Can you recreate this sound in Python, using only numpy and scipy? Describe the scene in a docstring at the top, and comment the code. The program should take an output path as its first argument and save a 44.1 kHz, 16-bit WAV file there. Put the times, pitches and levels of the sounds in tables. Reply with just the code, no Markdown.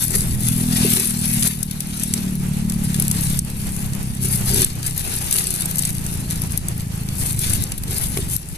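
"""A plastic raincoat rustles close to a phone, beside a flooded field in light rain.
Sheet slides on sheet, small creases pop, buckling creases and drops tick sharply.
Far off, a single-cylinder diesel thuds, one puff per firing, and slowly loses speed.
Beneath: rain hiss, wind on the microphones, a faint insect, two dull knocks on the phone.
The sharpest ticks trip the phone's limiter: the whole scene ducks and creeps back."""
import sys
import numpy as np
from scipy import signal
from scipy.fft import rfft, irfft
from scipy.io import wavfile
from scipy.ndimage import uniform_filter1d, minimum_filter1d

SR = 44100
rng = np.random.default_rng(int(sys.argv[2]) if len(sys.argv) > 2 else 0)


def to_wav(s):
    """Save 16-bit WAV."""
    ch = np.atleast_2d(s).T  # columns
    pcm = np.round(np.clip(ch, -1, 1) * 32767)  # PCM
    wavfile.write(sys.argv[1], SR, pcm.astype(np.int16))


N = 377937
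T = np.arange(N) / SR
STIR_DB = -40  # coat's treble between strokes

# rain hiss spectrum: (frequency [Hz], left [dB], right [dB])
RAIN_SPECTRUM = [(200, 7, -8.5), (353, 4, 0.5), (557, -5.5, -5), (820, -9, 0), (1080, -7, -7),
                 (1590, -6.5, -9), (2350, -7, -6), (2580, -6, -6), (3930, -18, -14.5), (7300, -24, -7),
                 (14300, -20, -15)]
# wind rumble spectrum: (frequency [Hz], gain [dB])
WIND_SPECTRUM = [(8, -7.5), (25, -13), (50, -1.5), (80, -3), (130, -2.5), (250, -12), (500, -32.5),
                 (1500, -60)]
# gusts and lulls: (centre [s], half width [s], rise [dB])
WIND_GUSTS = [(.28, 0.21, 4.5), (1.25, 0.42, 4), (1.9, 0.34, -2.5), (3.3, 0.25, 3), (4.56, 0.1, 6.5),
              (5.45, .35, -3), (6.9, 0.22, -4), (7.58, 0.13, 4.5), (8.2, 0.25, 2.5)]
# insect shrill: (time [s], level [dB])
INSECT_LEVEL = [(0, -66), (2.1, -64), (2.4, -55), (3.4, -53), (3.8, -47), (4.1, -41), (4.4, -60),
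                (8.57, -64)]
# knocks on the phone: (time [s], gain [dB], hardness [dB], contact time [s])
CASE_KNOCKS = [(0.8464, -16, -40, 0.0055), (8.17, -28, 3, 0.001), (8.188, -28, -26, 0.0016)]
# phone case modes: (frequency [Hz], gain [dB], t60 [s])
CASE_MODES = [(345, -3, 0.13), (391, 6, 0.064), (416, -5.5, 0.088), (690, -3, 0.044), (1130, -7, 0.049),
              (2000, -2, 0.038), (2580, -10, 0.036)]
# engine speed: (time [s], firing rate [Hz])
ENGINE_SPEED = [(0.0, 39.6), (0.09, 40.87), (0.81, 40.6), (0.95, 38.9), (1.02, 39.25), (1.69, 37.72),
                (1.89, 38.16), (2.77, 35.86), (3.15, 34.83), (4.68, 31.85), (5.78, 29.05), (6.23, 28.5),
                (6.75, 27.7), (6.87, 27.3), (7.16, 26.89), (7.33, 26.76), (7.99, 24.3), (8.33, 23.28),
                (8.57, 23.02)]
# engine swelling and fading on the breeze: (time [s], level [dB])
ENGINE_LEVEL = [(0, -28), (.4, -24), (.6, -18.5), (1.1, -19.5), (1.45, -19), (1.9, -26.5), (2.6, -21),
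                (2.95, -20.5), (3.38, -24.5), (3.5, -28.5), (4.0, -26), (4.35, -25), (4.65, -24.5),
                (5.1, -34.5), (5.5, -33.5), (5.9, -27.5), (6.35, -26), (7.3, -27.5), (8.0, -31.5),
                (8.57, -30)]
# exhaust bass against its upper part: (time [s], gain [dB])
BASS_BOOST = [(0, 7), (.42, 8.5), (.62, 1.5), (1.1, 0), (1.35, 1.5), (1.6, 0.5), (2.1, -8), (2.5, 1),
              (2.9, -1.5), (3.25, 5.5), (3.6, -0.5), (5.0, 4.5), (5.6, -6), (6.3, 1.5), (8.57, 0.5)]
# edge of that boost: (full below [Hz], none above [Hz])
BASS_EDGE_HZ = [125, 175]
# exhaust spectrum by speed: (frequency [Hz], slow [dB], middle [dB], fast [dB])
EXHAUST_SPECTRA = [(40, -26, -32, -32), (80, -4, -17, -16), (110, 1.5, -8, -2), (140, 0, 0, -2),
                   (172, -2, 0.5, -1), (210, -8, -2, 1), (238, -21, -11, 0), (268, -25, -21, -19),
                   (340, -30, -27, -25), (450, -34, -38, -35), (1200, -65, -70, -70)]
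# firing rates of those spectra: (slow [Hz], middle [Hz], fast [Hz])
EXHAUST_RATES_HZ = [28, 35.5, 39.5]
# echoes off terrace banks: (delay [s], gain [dB])
BANK_ECHOES = [(.007, -16), (.012, -17), (.019, -19)]
# coat spectrum at the two microphone ports: (frequency [Hz], left [dB], right [dB])
COAT_SPECTRUM = [(249, -52, -48.5), (665, -19.5, -19.5), (1160, -21, -24.5), (1830, -20, -20),
                 (2760, -15.5, -19), (3370, -17.5, -18), (3420, -14.5, -17), (5600, -12, -15.5),
                 (7950, -10.5, -11.5), (8600, -10.5, -2), (9870, -4.5, -14), (10690, 0, -11),
                 (11830, -6.5, -28.5), (17100, -19, -24)]
# creases and drops: (time [s], peak [dB], leftward pan [dB], body gain [dB], rise time [s])
COAT_TICKS = [(.023, -5, 17, -8, 0.00085), (0.107, -2.5, 18, -16, 0.00087), (0.2066, -4.5, -4, -4, .001),
              (.3087, -13, 8, -6, .001), (0.4857, 1, 10, -19, 0.00075), (.996, 1, 6, -6, 0.0019),
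              (1.0448, 2, 9, -8, 0.0012), (1.055, 3.5, 6, -16, 0.0011), (1.4243, -1.5, 4, 20, 0.0015),
              (1.4316, 1.5, 3, -4, .0005), (1.4725, -1, 8, 13, .001), (1.475, 8.5, 12, -7, 0.0016),
              (1.4847, -3, 7, -6, .0005), (1.5343, -10, 12, -8, .001), (1.629, 4, 18, -11, 0.0014),
              (1.71, -7, 6, 6, 0.002), (1.8044, 0, 11, 0, 0.0013), (2.0347, 2.5, 12, -7, 0.00094),
              (2.137, -0.5, 6, 7, 0.0013), (2.1759, -13, -9, 15.5, 0.0014), (2.3082, -20, 8, -10, 0.0011),
              (2.3536, -16, 7, -5, .001), (2.3976, -21, 10, -8, .001), (2.6973, -7.5, 5, 1, .0014),
              (2.721, -13, 6, 9, 0.0012), (2.943, -7.5, 10, 9, 0.0015), (2.998, 0.5, 8, -5, 0.0013),
              (3.0219, -4, 11, -8, 0.0011), (3.0514, -13, 10, -3, .001), (3.0804, -1.5, 6, -6, 0.00049),
              (3.1012, -10, 9, -4, .0004), (3.1122, -3, 6, -2, 0.0013), (3.209, -8.5, 13, -3, 0.00092),
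              (3.39, 3.5, 3, -20, 0.0014), (3.4482, -10, 9, 2, 0.00065), (3.5004, -15, 7, -1, 0.0011),
              (3.7637, -13, 12, -11, 0.0011), (3.9335, -11, 6, -5, .0012), (3.95, -11, 15, 5, 0.00098),
              (4.0291, -12, 15, -14, 0.00059), (4.15, -17, 11, -14, 0.00093), (4.2371, -9, 13, -3, 0.0009),
              (4.544, 0.5, 7, 4, 0.0011), (4.6182, 2.5, 12, -8, 0.00093), (4.6446, 5, 2, -10, 0.0012),
              (4.8291, -9.5, 13, 9, .0014), (4.8628, -5, 8, -4.5, 0.0037), (4.8775, -10, 8.5, 0, 0.0015),
              (4.9084, -11, 12, -3, .001), (4.9768, -6, 5, -5, 0.0012), (4.995, -12, 12, -8, .001),
              (5.0083, -11, 12, -9, 0.0011), (5.3093, -4, 14, 5, 0.0019), (5.326, 1, 5, -1, 0.00073),
              (5.366, -4, -3, 5, .0006), (5.3825, -2, 8, 9, 0.0024), (5.34, -7, 8, -5, .0008),
              (5.439, -10, 4, -8, .0012), (5.4691, -5, 5, 4, 0.0013), (5.5056, -3.5, 7, -12, 0.00083),
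              (5.5265, -9, 4, -4, .0005), (5.5392, -9.5, 6, -8, 0.00095), (5.5615, -10, 8, -8, .0005),
              (5.6071, -7, 8, -4, .0013), (5.6205, -6.5, 6, -2, .001), (5.656, -8, 2, -4, 0.0015),
              (5.6858, -15, 8, -5, .001), (5.7105, -9.5, 8, -8, 0.0017), (5.757, -6, 10, -14, .001),
              (5.77, -12, 5, -12, .001), (5.7826, -3.5, 9, -16, 0.0016), (5.79, -2.5, 10, -2, 0.0019),
              (5.8218, -5, 13, -4, .0014), (5.8344, -7.5, 12, 13, 0.00091), (5.8508, -4, 1, -5, 0.0019),
              (5.875, -15, 11, -8, 0.00055), (5.891, -14, 12, 0, 0.0016), (5.903, -8.5, 4, 3, 0.0014),
              (5.9502, -16, 9, -10, 0.0009), (5.9821, -9.5, 8, 8, 0.00091), (6.0642, -8, 0, -8, 0.00071),
              (6.1387, -13, 8, -10, 0.0011), (6.3018, -12, 7, 0, 0.0016), (6.308, -8.5, 5, 3, 0.0013),
              (6.321, -10.5, 4, 3, .001), (6.357, -14, 7, -5, 0.00093), (6.4186, -3, 18, -14, 0.00037),
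              (6.437, -11, 7, -5, 0.00087), (6.5204, -9.5, 14, -10, 0.0012), (6.575, 2, 11, -13, .0011),
              (6.6836, -7.5, 3, -25, 0.0011), (6.778, -16, 7, -5, .0012), (6.798, -17, 7, 7, 0.0011),
              (6.806, -17, 5, 14, .001), (7.0201, -25, 5, -3, 0.00084), (7.0348, -16, 13, 2, 0.0007),
              (7.0873, -14, 5, 13, 0.001), (7.3905, -7, 2, -17, .0013), (7.5345, -1.5, 15, 5, 0.001),
              (7.6223, -8, 20, -20, .001), (7.6384, 4, 17, -21, 0.0006), (7.719, -7, 1, 8, 0.0015),
              (7.7773, -10.5, 10, 4, 0.0029), (7.8344, -11.5, 5, 7, 0.0018), (7.9821, -6, 13, -10, .001),
              (8.1723, -6.5, 5, 12, 0.001), (8.3538, -13, -2, -16, 0.00087), (8.3644, 8, 19, -29, 0.00053),
              (8.4871, -9, 14, -12, 0.00093)]
# coat rubbing on itself: (start [s], length [s], treble gain [dB], swish re treble [dB])
COAT_STROKES = [(0, 0.038, -18.5, -12.5), (0.124, 0.051, -19.5, -10), (0.256, 0.078, -32, -11),
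                (0.402, 0.21, -23, -10), (0.679, 0.16, -24.5, -3.5), (0.837, 0.14, -18, -5.5),
                (0.939, 0.12, -13, -7), (1.075, 0.17, -21.5, -5.5), (1.217, 0.21, -19.5, -8),
                (1.43, 0.015, -13.5, -5.5), (1.483, 0.14, -30, -16), (1.648, 0.32, -33, -5.5),
                (1.972, 0.084, -27, -6), (2.138, 0.094, -35, -0.5), (2.304, 0.47, -42.5, -5),
                (2.805, 0.26, -32.5, -5.5), (3.122, 0.19, -25, -8.5), (3.419, 0.082, -37, -1),
                (3.549, 0.29, -33, -21), (4.223, 0.027, -22, -9), (4.307, 0.027, -19, -14),
                (4.449, 0.18, -20, -5), (4.679, 0.2, -39.5, 0), (4.825, 0.045, -27.5, -5.5),
                (4.946, 0.33, -27.5, -7), (5.31, 0.076, -21.5, -6.5), (5.449, 0.16, -28, -6),
                (5.66, 0.23, -30, -4.5), (5.92, 0.24, -35, -14), (6.292, 0.019, -30, -0.5),
                (6.375, 0.21, -39, 2), (7.166, 0.13, -24.5, -12), (7.388, 0.14, -24.5, -7),
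                (7.586, 0.037, -32, 0.5), (7.883, 0.16, -26, -8.5), (8.111, 0.084, -28.5, -12),
                (8.305, 0.049, -23, -15), (8.48, 0.081, -32.5, -3.5)]


def undb(db):
    """Decibels to gain."""
    return 10 ** (np.asarray(db) / 20)


def unit(x):
    """Scale to unit rms."""
    return x / np.sqrt(np.mean(x ** 2))


def curve(table):
    """(time, value) rows, interpolated per sample."""
    return np.interp(T, *np.transpose(table))


def walk(rate_hz):
    """Smoothed random steps, spread near one."""
    hold = max(int(SR / rate_hz), 1)
    steps = np.repeat(rng.standard_normal(N // hold + 1), hold)
    return np.sqrt(2) * uniform_filter1d(uniform_filter1d(steps, hold), hold)[:N]


def add(out, sound, at_s):
    """Mix a sound in at a time."""
    start = int(np.clip(at_s * SR, 0, N - 1))
    out[start:start + len(sound)] += sound[:N - start]


def bin_gains(hz, db, size):
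    """FFT bin gains through (Hz, dB) points, on a log frequency axis."""
    bins_hz = np.maximum(np.arange(size // 2 + 1) * SR / size, 1)
    return undb(np.interp(np.log(bins_hz), np.log(hz), db))


def colour(x, spectrum, column=1, size=8192):
    """Minimum-phase filter from one dB column of a spectrum."""
    table = np.transpose(spectrum)
    cepstrum = irfft(np.log(bin_gains(table[0], table[column], size)))
    cepstrum[1:size // 2] *= 2
    cepstrum[size // 2 + 1:] = 0
    return signal.oaconvolve(x, irfft(np.exp(rfft(cepstrum))))[:N]


def ports(pair, spectrum):
    """Colour left and right, each by its own column."""
    return np.array([colour(pair[0], spectrum, column=1), colour(pair[1], spectrum, column=2)])


def split(x, hz):
    """Crossover: (low, high), flat in sum."""
    halves = (signal.butter(2, hz, kind, fs=SR, output="sos") for kind in ("low", "high"))
    return [signal.sosfilt(np.vstack([sos, sos]), x) for sos in halves]


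def band(x, hz, width_hz):
    """Steep resonance, unit rms."""
    b, a = signal.iirpeak(hz, hz / width_hz, fs=SR)
    return unit(signal.lfilter(b, a, signal.lfilter(b, a, x)))


def top_cut(x, cutoff_hz=14400):
    """The phone's steep upper band limit."""
    taps = signal.firwin(161, cutoff_hz, window="blackmanharris", fs=SR)
    return signal.oaconvolve(x, taps[None], mode="same", axes=1)


def coat_noise(envelope, shared, spectrum=COAT_SPECTRUM, lag_samples=21):
    """Partly coherent noise from just below the phone; it reaches the left port first."""
    common, *own = rng.standard_normal((3, len(envelope)))
    left, right = envelope * (np.sqrt(shared) * common + np.sqrt(1 - shared) * np.array(own))
    return ports([left, np.roll(right, lag_samples)], spectrum)


def snap_envelope(power, snap_s, tail_s, tail_db):
    """Power impulses to amplitude: fast decay plus a weak tail."""
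    snap, tail = (signal.lfilter([1], [1, -np.exp(-2 / (decay_s * SR))], power + 1e-18)
                  for decay_s in (snap_s, tail_s))
    return np.sqrt(snap + undb(tail_db) ** 2 * tail)


def rain(level_db=-36.5, flicker_db=2.5):
    """Fine rain hisses all over the field."""
    noise = rng.standard_normal((2, N)) * undb(flicker_db * walk(30))
    return unit(ports(noise, RAIN_SPECTRUM)) * undb(level_db)


def wind(rumble_db=-29.5, eddy_db=0.75, buffet_db=-3, buffet_hz=28):
    """Light wind rumbles on both ports; the slowest eddies press on each separately."""
    gust_db = sum(db * np.exp(-((T - at_s) / width_s) ** 2) for at_s, width_s, db in WIND_GUSTS)
    rumble = unit(colour(rng.standard_normal(N), WIND_SPECTRUM)) * undb(eddy_db * walk(14))
    lowpass = signal.butter(2, buffet_hz, fs=SR, output="sos")
    buffet = unit(signal.sosfilt(lowpass, rng.standard_normal((2, N))))
    return (rumble + undb(buffet_db) * buffet) * undb(rumble_db + gust_db)


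def insect():
    """A thin shrill in the grass swells for a while."""
    return band(rng.standard_normal((2, N)), hz=9050, width_hz=350) * undb(curve(INSECT_LEVEL))


def knocks(soft_hz=600):
    """Knocks ring the phone's case; only a hard one reaches the upper modes."""
    out, t = np.zeros(N), T[:SR // 4]
    for at_s, gain_db, hard_db, contact_s in CASE_KNOCKS:
        ring = sum(undb(db + hard_db * (hz > soft_hz) - 60 * t / t60_s) * np.sin(2 * np.pi * hz * t)
                   for hz, db, t60_s in CASE_MODES)
        push = np.sin(np.pi / 2 * np.minimum(t / contact_s, 1)) ** 2
        add(out, undb(gain_db) * push * ring, at_s)
    return out


def puff(hz, db, size=4096):
    """One exhaust thud, rounded by distance: it swells as it dies."""
    pulse = np.roll(irfft(bin_gains(hz, db, size)), size // 2)
    return -unit(pulse * np.hanning(size))


def exhaust(jitter_s=.00012, scatter_db=1.2, tone_scatter_db=.9, waver_db=1.5):
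    """One puff per firing; its tone follows engine speed and wavers in the moving air."""
    rate_hz, boost_db = curve(ENGINE_SPEED), curve(BASS_BOOST)
    hz, *spectra_db = np.transpose(EXHAUST_SPECTRA)
    bass_share = np.interp(hz, BASS_EDGE_HZ, [1, 0])
    drift_db = waver_db * np.array([walk(5) for _ in hz])
    firings = np.flatnonzero(np.diff(np.floor(np.cumsum(rate_hz) / SR)))
    out = np.zeros(N)
    for i in firings:
        note_db = [np.interp(rate_hz[i], EXHAUST_RATES_HZ, row) for row in np.transpose(spectra_db)]
        tone_db = np.array(note_db) + boost_db[i] * bass_share + drift_db[:, i]
        thud = puff(hz, tone_db + tone_scatter_db * rng.standard_normal(len(hz)))
        strength = undb(scatter_db * rng.standard_normal()) / np.sqrt(rate_hz[i])
        start = i - len(thud) // 2
        add(out, strength * thud[max(-start, 0):], start / SR + jitter_s * rng.standard_normal())
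    return out


def diesel(bank_waver_hz=7, wash_db=-28, wash_decay_s=.07, side_db=8.5):
    """Far exhaust; bank echoes come and go with the breeze, trees scatter a low wash."""
    direct = exhaust()
    banks = sum(undb(db) * walk(bank_waver_hz) * np.roll(direct, int(delay_s * SR))
                for delay_s, db in BANK_ECHOES)
    trees = rng.standard_normal((2, SR // 2)) * np.exp(-T[:SR // 2] / wash_decay_s)
    mid, side = (unit(signal.oaconvolve(direct, response)[:N]) for response in trees)
    wash = mid + undb(side_db) * side * np.array([[1], [-1]])
    return (unit(direct + banks) + undb(wash_db) * wash) * undb(curve(ENGINE_LEVEL))


def crinkles(motion_db, rest_per_s=24, moving_per_s=85, cap_db=-28.5, above_db=26, spread_db=2.5):
    """Small creases pop at random, denser and louder as the coat moves more."""
    pops = rng.random(N) < np.interp(motion_db, [STIR_DB, cap_db], [rest_per_s, moving_per_s]) / SR
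    pop_db = np.minimum(motion_db, cap_db) + above_db + spread_db * rng.uniform(-2, 1, N)
    envelope = snap_envelope(pops * undb(pop_db) ** 2, snap_s=.0004, tail_s=.004, tail_db=-20)
    return split(coat_noise(envelope, shared=0.12), hz=5500)[1]


def ticks(port_bias_db=6, body_trim_db=-6, scatter_oct=.07, scatter_db=2.5):
    """A crease buckles or a drop lands: dry snap, swelling crack, short tail; each has its own tone."""
    snap_db, snap_s, snap_at_s = 6, .00012, .0005
    tail_db, tail_s = -14, .005
    out, t = np.zeros((2, N)), T[:SR // 25]
    snap = undb(snap_db) * (t >= snap_at_s) * np.exp(-np.abs(t - snap_at_s) / snap_s)
    for at_s, peak_db, pan_db, body_db, rise_s in COAT_TICKS:
        crack = t / rise_s * np.exp(1 - t / rise_s)
        tail = undb(tail_db) * np.minimum(t / rise_s, 1) * np.exp(-t / tail_s)
        tone = np.array(COAT_SPECTRUM, float)
        tone[:, 0] *= 2 ** (scatter_oct * rng.standard_normal())
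        tone[:, 1:] += scatter_db * rng.standard_normal((len(tone), 1))
        burst = coat_noise(crack + tail + snap, shared=0.56, spectrum=tone)
        thin = top_cut(split(burst, hz=1700)[1])  # a thin sheet radiates almost no bass
        body, treble = split(thin, hz=5500)
        pan = undb((pan_db - port_bias_db) * np.array([[1], [-1]]) / 2)
        tick = (treble + body * undb(body_db + body_trim_db)) * pan
        for channel, part in zip(out, tick * undb(peak_db) / np.abs(tick).max()):
            add(channel, part, at_s)
    return out


def rubbing(attack_s=.065, release_s=.063, growth_db=1.5, stir_swish_db=2, waver_db=0.5):
    """Strokes build, gather force and die over a resting stir: (treble [dB], swish re treble [dB])."""
    treble = np.full(N, undb(STIR_DB) ** 2)
    swish = treble * undb(stir_swish_db) ** 2
    for start_s, length_s, gain_db, swish_db in COAT_STROKES:
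        age_s = T - start_s
        attack = np.clip(.5 + age_s / attack_s, 0, 1)
        growth = undb(growth_db * (np.clip(age_s / length_s, 0, 1) - 1.5))
        release = np.exp(-np.maximum(age_s - length_s, 0) / release_s)
        power = (undb(gain_db) * attack * growth * release) ** 2
        treble += power
        swish += power * undb(swish_db) ** 2
    return 10 * np.log10(treble) + waver_db * walk(22), 10 * np.log10(swish / treble)


def folding(pair, depth_db, width_hz, hold_s=.06, size=512):
    """As the sheet folds, small resonances rise, shift and vanish."""
    spectra = signal.stft(pair, nperseg=size)[2]
    bins, frames = max(int(width_hz * size / SR), 1), max(int(2 * hold_s * SR / size), 1)
    relief = uniform_filter1d(rng.standard_normal(spectra.shape[1:]), bins, axis=0)
    relief = unit(uniform_filter1d(relief, frames, axis=1))
    return signal.istft(spectra * undb(depth_db * relief), nperseg=size)[1][:, :N]


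def rustle(motion_db, swish_db, crackle_db=2, thrum_db=-16.5, split_hz=6000):
    """Plastic slides on plastic in uneven catches: tiny treble snaps merge into a swish lower down."""
    snaps_per_s, spread_db, floor_db = 900, 3.8, -4
    catch_hz, crackle_flutter_db, swish_flutter_db = 110, 1.0, 1.5
    snaps = rng.random(N) < snaps_per_s / SR
    power = snaps * undb(spread_db * np.minimum(rng.exponential(size=N), 4)) ** 2
    grains = unit(snap_envelope(power, snap_s=.0003, tail_s=.0045, tail_db=-11))
    catches = walk(catch_hz)
    rough = unit(np.hypot(grains, undb(floor_db)) * undb(crackle_flutter_db * catches))
    even = unit(undb(swish_flutter_db * (catches + walk(catch_hz))))
    crackle = split(coat_noise(rough, shared=0.028), split_hz)[1]
    crackle = unit(folding(crackle, depth_db=2, width_hz=900))
    swish = split(coat_noise(even, shared=0.53), split_hz)[0]
    swish = unit(folding(swish, depth_db=3, width_hz=250))
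    # the moving hand makes the phone's case thrum
    thrum = band(rng.standard_normal(N), hz=375, width_hz=91) * undb(5.2 * walk(14))
    lower = swish + undb(thrum_db) * thrum
    pressure_db = np.interp(motion_db, [-40, -30], [-6, 0])  # light contact: less swish
    return undb(motion_db) * (undb(crackle_db) * crackle + undb(swish_db + pressure_db) * lower)


def scene():
    """Far diesel and open air behind the near coat."""
    motion_db, swish_db = rubbing()
    background = diesel() + rain() + wind() + insect() + knocks()
    return background + rustle(motion_db, swish_db) + crinkles(motion_db) + ticks()


def record(dry, ceiling_db=0, recovery_db_per_s=13.5, window_samples=45):
    """Phone: top cut, look-ahead limiter with slow recovery, top cut again."""
    dry = top_cut(dry)
    over_db = np.maximum(20 * np.log10(np.abs(dry).max(axis=0)) - ceiling_db, 0)
    recovery_db = recovery_db_per_s * T
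    duck_db = np.maximum.accumulate(over_db + recovery_db) - recovery_db
    gain = uniform_filter1d(minimum_filter1d(undb(-duck_db), window_samples), window_samples)
    return top_cut(dry * gain)


dry = scene()
out = record(dry)
to_wav(out)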